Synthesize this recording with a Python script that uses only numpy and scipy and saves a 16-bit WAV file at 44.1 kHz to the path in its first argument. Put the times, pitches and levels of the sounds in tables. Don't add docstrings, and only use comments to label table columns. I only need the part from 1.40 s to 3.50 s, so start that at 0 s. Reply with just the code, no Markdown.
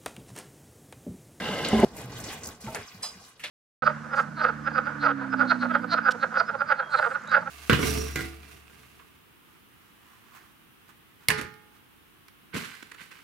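import sys
import numpy as np
from scipy import signal
from scipy.io import wavfile

SR = 44100
rng = np.random.default_rng(int(sys.argv[2]) if len(sys.argv) > 2 else 0)


def pcm_store(signal):
    levels = np.round(np.clip(np.atleast_2d(signal), -1, 1) * 32767)
    wavfile.write(sys.argv[1], SR, levels.astype(np.int16).T)


def volts(x):
    e = np.asarray(x, float) / 20
    return 10 ** e


N = 92610


def unit(x):
    return x / np.sqrt(np.mean(x ** 2) + 1e-20)


def curve(rows):
    return volts(np.interp(np.arange(N) / SR, *np.transpose(rows)))


def at_hz(points, hz):
    table_hz, db = np.transpose(points)
    return np.interp(np.log(hz), np.log(table_hz), db)


def filtered(x, hz, kind):
    return signal.sosfilt(signal.butter(2, hz, kind, fs=SR, output="sos"), x)


def drift(rate_hz):
    step, settle = 40, 2000
    r = np.exp(-2 * np.pi * rate_hz * step / SR)
    noise = rng.standard_normal(N // step + settle + 2)
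    slow = signal.lfilter([1], [1, -2 * r, r * r], noise)[settle:]
    return np.interp(np.arange(N) / step, np.arange(len(slow)), unit(slow))


def ring(x, hz, t60_s):
    r, w = volts(-60 / (t60_s * SR)), 2 * np.pi * hz / SR
    return signal.lfilter([0, np.sin(w)], [1, -2 * r * np.cos(w), r * r], x + 1e-18)


def grains(rate_hz, spread_db):
    size = volts(spread_db * np.minimum(rng.exponential(1, (2, N)), 5))
    size = size * rng.choice([-1, 1], (2, N))
    return unit(size * (rng.random((2, N)) < rate_hz / SR))


# (frequency [Hz], correlation [-])
LIKENESS = [(60, 0.97), (380, 0.89), (2380, 0.32), (15000, 0.0084)]


def coloured(pair, spectrum, patchy_db):
    out, together = 0, drift(9)
    edges_hz = 22 * 2 ** np.arange(0, 9.8, .5)
    for k, (low, high) in enumerate(zip(edges_hz, edges_hz[1:])):
        mid, side = filtered(np.roll(pair, 97 * k, axis=1), [low, high], "band")
        hz = np.sqrt(low * high)
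        alike = np.clip(at_hz(LIKENESS, hz), -1, 1)
        flicker_db = patchy_db * (.5 * together + drift(17.2))
        stereo = np.sqrt(1 + alike) * mid + np.sqrt(1 - alike) * side * [[1], [-1]]
        out = out + volts(at_hz(spectrum, hz) + flicker_db) * stereo
    return unit(out)


def body(x, peaks):
    out = 0
    for k, (hz, width_hz, db) in enumerate(peaks):
        strength = volts(db + 2.1 * drift(28)) * np.sqrt(width_hz)
        out = out + strength * unit(ring(np.roll(x, 211 * k), hz, 2.4 / width_hz))
    return unit(out)


def struck(hits, modes, vary_db, contact_s):
    s, db = np.transpose(hits)
    out, luck = 0, rng.normal(0, 1, (len(s), len(modes)))
    for k, (hz, mode_db, t60_s) in enumerate(modes):
        clicks = np.zeros(N)
        clicks[(s * SR).astype(int)] = volts(db + mode_db + vary_db * luck[:, k])
        swell_t60_s = 1 / (1 / t60_s + 1 / (np.log(1000) * contact_s))
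        out = out + ring(clicks, hz, t60_s) - ring(clicks, hz, swell_t60_s)
    return out


def bursts(events, octaves, rate_hz, alike, lead, rise_s=1e-5):
    out, t = np.zeros((2, N)), np.arange(SR // 2) / SR
    grit = grains(rate_hz, spread_db=-2.5)
    for s, db, hz, t60_s, *pan_db in events:
        i = int(s * SR)
        envelope = volts(-60 * t / t60_s) * (1 - np.exp(-(t / rise_s) ** 2))
        mid, side = grit[:, i:i + len(t)] * envelope[:N - i]
        mid = mid + lead * (t[:len(mid)] == 0)
        band_hz = [hz * 2 ** -octaves, min(hz * 2 ** octaves, .45 * SR)]
        both = filtered(mid + alike * side * [[1], [-1]], band_hz, "band")
        pan = sum(pan_db) / 2 * np.array([[1], [-1]])
        out[:, i:i + len(t)] += volts(db + pan) * both / np.abs(both).max()
    return out


def room(x):
    t60_s, level_db, cut_hz = 0.29, -16, 2600
    t = np.arange(SR // 2) / SR
    noise = rng.standard_normal((2, len(t)))
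    tail = signal.lfilter([1], [1, -np.exp(-2 * np.pi * cut_hz / SR)], noise)
    tail = filtered(tail * volts(-60 * t / t60_s) * (t > .006), 600, "high")
    tail = tail / np.sqrt(np.sum(tail ** 2) / 2)
    mono = np.atleast_2d(x).mean(0)[None]
    return x + volts(level_db) * signal.fftconvolve(mono, tail, axes=1)[:, :N]


# (frequency [Hz], density [dB/Hz])
AIR = [(15, -27), (25, -9), (217, -18.5), (449, -9), (528, 28), (604, -43.5), (4570, 11), (5230, -18),
       (15800, -60.5)]


def room_air():
    return volts(-63) * coloured(rng.standard_normal((2, N)), AIR, patchy_db=7.0)


# (time [s], level [dB])
FAST_ROLL = [(0, -35), (.1, -34.5), (.14, -35.5), (.24, -34.5), (.27, -34.5), (.35, -33), (.445, -33)]
# (frequency [Hz], width [Hz], level [dB])
FRAME = [(188, 55, 5.5), (487, 88, 6), (829, 40, 3), (1026, 9.2, 9.5), (1280, 78, -1.5), (1592, 60, 5.5),
         (2073, 120, 2), (2754, 35, -1), (2956, 61, -0.5), (3532, 7.8, 1.5)]
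# (frequency [Hz], density [dB/Hz])
FAST_COLOUR = [(18, -68.5), (30, -10.5), (193, 6), (931, 0.5), (1610, -18.5), (2390, -16), (2950, -8),
               (3190, -5.5), (15800, -30)]


def fast_roll():
    speed = curve(FAST_ROLL) * volts(3.5)
    frame = volts(-1.5) * body(grains(3000, spread_db=-0.5)[0], FRAME)
    hiss = volts(-3) * coloured(grains(9000, spread_db=3.0), FAST_COLOUR, patchy_db=1.25)
    return speed * frame, speed * hiss


# (time [s], level [dB])
CHATTER = [(0.0233, -39), (0.0233, -37), (0.0408, -33), (0.0553, -24.5), (0.0872, -25.5), (0.1106, -27),
           (0.1381, -31), (0.17, -32), (0.188, -30), (0.2024, -31), (0.2164, -29), (0.2334, -33),
           (0.2488, -24.5), (0.2703, -25.5), (0.2892, -23), (0.3172, -29), (0.3356, -27.5), (0.381, -29),
           (0.4125, -39.5), (0.4449, -32)]
# (frequency [Hz], level [dB], t60 [s])
ROLLERS = [(2090, -16, 0.024), (2826, -9.5, .04), (2974, -7, .05), (3610, -13, 0.018), (4700, -14, 0.028)]


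def roller_chatter():
    return struck(CHATTER, ROLLERS, vary_db=3.0, contact_s=0.00046)


# (time [s], peak [dB], centre [Hz], t60 [s])
KNOCKS = [(.247, -19.5, 3280, 0.15), (.33, -23.5, 558, 0.252), (.39, -24.5, 600, 0.14),
          (.895, -30.5, 2420, 0.44), (1.266, -35.5, 1740, 0.039), (1.3465, -25.5, 590, 0.17),
          (1.347, -25.5, 1610, 0.21), (1.405, -39.5, 1680, 0.081), (1.9955, -37, 2145, 0.35),
          (2.0377, -22.5, 2600, 0.094), (2.039, -36.5, 695, 0.15), (2.046, -29.5, 1930, 0.083),
          (2.059, -36, 2830, .3)]


def knocks():
    return bursts(KNOCKS, octaves=0.51, rate_hz=2500, alike=0.39, lead=3.5)


# (time [s], peak [dB], centre [Hz], t60 [s])
SNAPS = [(.287, -23.5, 7700, 0.025), (.555, -46, 9000, 0.077), (.5666, -30.5, 10000, 0.1),
         (.6165, -33.5, 9000, 0.021), (.641, -33, 10000, .015), (.658, -37, 10500, .015),
         (.7187, -39, 5200, 0.2), (.8016, -31, 7240, 0.1), (.839, -29, 5950, 0.15), (.92, -36, 10000, .2),
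         (1.0355, -31, 6750, 0.14), (1.052, -36, 7000, 0.091), (1.071, -26.5, 12900, 0.14),
         (1.3476, -18, 6130, 0.012), (1.352, -27.5, 9020, 0.091), (1.9955, -39, 9100, 0.2),
         (2.0377, -32, 8430, 0.15)]


def snaps():
    return bursts(SNAPS, octaves=0.45, rate_hz=7700, alike=0.71, lead=5.9)


# (time [s], peak [dB], centre [Hz], left over right [dB])
TICKS = [(0.2871, -16, 8100, -3), (.3005, -29, 7000, -2), (.401, -19.5, 8100, -1), (.4478, -28, 4500, 4),
         (0.447, -28, 10700, -11), (0.5643, -40, 10500, -3.5), (.5831, -41, 10500, 2),
         (.7836, -44, 11000, 13), (1.035, -24, 6200, 1), (1.0404, -28, 5200, 1), (1.0453, -25, 6600, 1),
         (1.0555, -30, 13000, 9), (1.0585, -29, 5300, 1), (1.0603, -29, 6030, -9), (1.0705, -25, 7040, 4),
         (1.0722, -30.5, 13000, 5), (1.0741, -23, 7000, -3), (1.077, -31, 12500, 9), (1.089, -27, 6000, 1)]


def film_ticks():
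    t60_s = 0.0094
    events = [(s, db, hz, t60_s, pan_db) for s, db, hz, pan_db in TICKS]
    return bursts(events, octaves=0.23, rate_hz=16000, alike=.4, lead=14)


# (time [s], level [dB])
SILL = [
    (.293, -36),
    (.3306, -15),
    (.3575, -23.5),
    (.3765, -32),
    (.394, -17),
]
# (frequency [Hz], level [dB], t60 [s])
DECK = [(219, 2.5, 0.2), (286, -2.5, 0.056), (393.3, -3.5, 0.4), (475, -9, 0.13), (623, -11.5, 0.24),
        (754, -8, 0.14), (796, -10.5, 0.15)]
# (time [s], level [dB])
HEAVE = [
    (0.346, -17),
]
# (frequency [Hz], level [dB], t60 [s])
PLANKS = [(63, -2, 0.32), (104.3, -1, 0.21)]
# (time [s], level [dB])
SLAM = [
    (.4285, -9.5),
]
# (frequency [Hz], level [dB], t60 [s])
BOARDS = [(217.7, 0, 0.82), (386.3, -2.5, 0.9), (613, -2.5, 0.17), (665, 2, 0.061), (770, -8, .08),
          (495, -7.5, 0.091), (861, -5, 0.097)]


def sill_thud():
    caught_s, caught_db_per_s = 0.392, 399.5
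    caught = volts(-caught_db_per_s * np.maximum(np.arange(N) / SR - caught_s, 0))
    deck = caught * struck(SILL, DECK, vary_db=2, contact_s=0.00091)
    planks = struck(HEAVE, PLANKS, vary_db=1.5, contact_s=.03)
    boards = struck(SLAM, BOARDS, vary_db=2.0, contact_s=0.0016)
    return filtered(planks - deck - boards, 1103, "low")


# (time [s], level [dB])
CREEP = [(.45, -41.5), (.54, -47), (.6, -41.5), (.7, -44), (.82, -43), (.93, -43), (1.0, -48), (1.12, -46),
         (1.19, -57.5), (1.29, -41.5), (1.43, -47.5), (1.47, -64.5), (1.56, -55.5), (1.61, -52),
         (1.66, -56), (1.8, -56.5), (1.92, -66), (2.06, -57)]
# (frequency [Hz], density [dB/Hz])
CREEP_COLOUR = [(15, -47), (25, 0.5), (123, -3), (350, -3.5), (453, -11), (2000, -28.5), (2600, -26),
                (4400, -120)]
# (frequency [Hz], width [Hz], level [dB])
LOAD = [(125, 35, 0.5), (250, 41, -10.5), (445, 60, -3.5), (742, 580, -5)]


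def slow_roll():
    rumble = coloured(rng.standard_normal((2, N)), CREEP_COLOUR, patchy_db=3.0)
    forks = volts(-1) * body(grains(2500, spread_db=-1.5)[0], LOAD)
    return curve(CREEP) * volts(-2.5) * (rumble + forks)


# (time [s], level [dB])
RUSTLE = [(.45, -49), (.54, -53), (.59, -45), (.68, -50.5), (.8, -47), (.93, -38), (1.0, -49),
          (1.09, -45.5), (1.19, -56.5), (1.25, -46), (1.42, -46.5), (1.46, -52), (1.55, -50.5), (1.6, -52),
          (1.7, -55.5), (1.9, -52.5), (1.965, -62), (2.1, -51)]
# (frequency [Hz], density [dB/Hz])
FILM_COLOUR = [(530, -46), (900, 4.5), (1170, -2.5), (2910, -5.5), (3450, -8.5), (7080, -10.5),
               (15800, -21)]


def film_rustle():
    crinkle = grains(4200, spread_db=4.0) + 0.63 * rng.standard_normal((2, N))
    return curve(RUSTLE) * coloured(crinkle, FILM_COLOUR, patchy_db=3.0)


# (time [s], peak [dB], frequency [Hz], t60 [s])
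BUMPS = [(.63, -34, 125, 0.36), (0.74, -34.5, 120, 0.27), (1.6285, -31.5, 7980, 0.068),
         (1.631, -35, 9000, .05), (1.239, -30.5, 211.7, 0.18), (1.264, -29.5, 125, 0.11),
         (1.273, -32.5, 898, 0.06), (1.281, -35.5, 907, 0.12), (1.284, -34, 635, 0.11),
         (1.274, -35, 339, .05), (1.28, -38.5, 1340, 0.069), (2.04, -41.5, 596, 0.14),
         (1.368, -38.5, 406, 0.15), (1.543, -37.5, 186.5, 0.11), (1.558, -41, 101, 0.14),
         (1.75, -42.5, 188, 0.13)]


def load_bumps():
    out, t = np.zeros(N), np.arange(N) / SR
    for s, db, hz, t60_s in BUMPS:
        age = np.maximum(t - s, 0)
        swell = 1 - np.exp(-age * hz / 1.47)
        out += volts(db - 60 * age / t60_s + 1.5) * swell * np.sin(2 * np.pi * hz * age)
    return out


# (time [s], peak [dB], centre [Hz], t60 [s])
RUBS = [
    (1.62, -24.5, 6400, 0.29),
    (1.621, -29.5, 2330, 0.22),
    (1.626, -31, 950, 0.19),
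    (2.028, -32, 2700, .1),
    (1.2, -36, 8300, 0.17),
]


def rubs():
    return bursts(RUBS, octaves=0.58, rate_hz=6000, alike=0.54, lead=0, rise_s=0.0092)


# (time [s], peak [dB], centre [Hz], t60 [s])
SQUEAKS = [
    (1.428, -40, 5100, 0.046),
    (1.436, -47, 6250, .04),
    (1.474, -41.5, 5980, 0.044),
    (1.481, -39.5, 5100, .04),
]


def squeaks():
    return bursts(SQUEAKS, octaves=0.046, rate_hz=1500, alike=0.24, lead=1.5)


# (time [s], level [dB])
TOUCHES = [
    (1.622, -47),
    (1.6295, -28.5),
    (1.639, -27),
    (1.658, -31.5),
    (1.685, -47),
]
# (frequency [Hz], level [dB], t60 [s])
LATCH = [(1766, -20, .15), (3370, -16, .1), (3910, -18, .2), (4075, -5, .11), (4312, -16, .1),
         (4945, -20, .35), (5003, 3, .085), (5950, -14, .08), (11030, -22, .2)]


def latch():
    clink = volts(drift(68)) * struck(TOUCHES, LATCH, vary_db=2.5, contact_s=0.0021)
    return room(clink) * volts([[-1.5], [1.5]])


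def scene():
    change_s = .4483
    frame, hiss = fast_roll()
    ramp = room(frame + sill_thud() + roller_chatter()) + hiss
    creep = slow_roll() + film_rustle() + load_bumps() + latch()
    hits = room(snaps() + knocks()) + room(film_ticks() + rubs() + squeaks())
    rolling = np.where(np.arange(N) < change_s * SR, ramp, creep)
    return (rolling + hits + room_air()) * volts([[-.3], [.3]])


def low_pass(x):
    return signal.sosfilt(signal.butter(12, 15960, fs=SR, output="sos"), x)


def record(dry):
    mix = np.array([dry[0], np.roll(dry[1], 2)])
    mix = signal.sosfilt(signal.ellip(10, .5, 70, 15900, fs=SR, output="sos"), mix)
    mix = filtered(mix, 45, "high")
    return low_pass(mix)


dry = scene()
out = record(dry)
pcm_store(out)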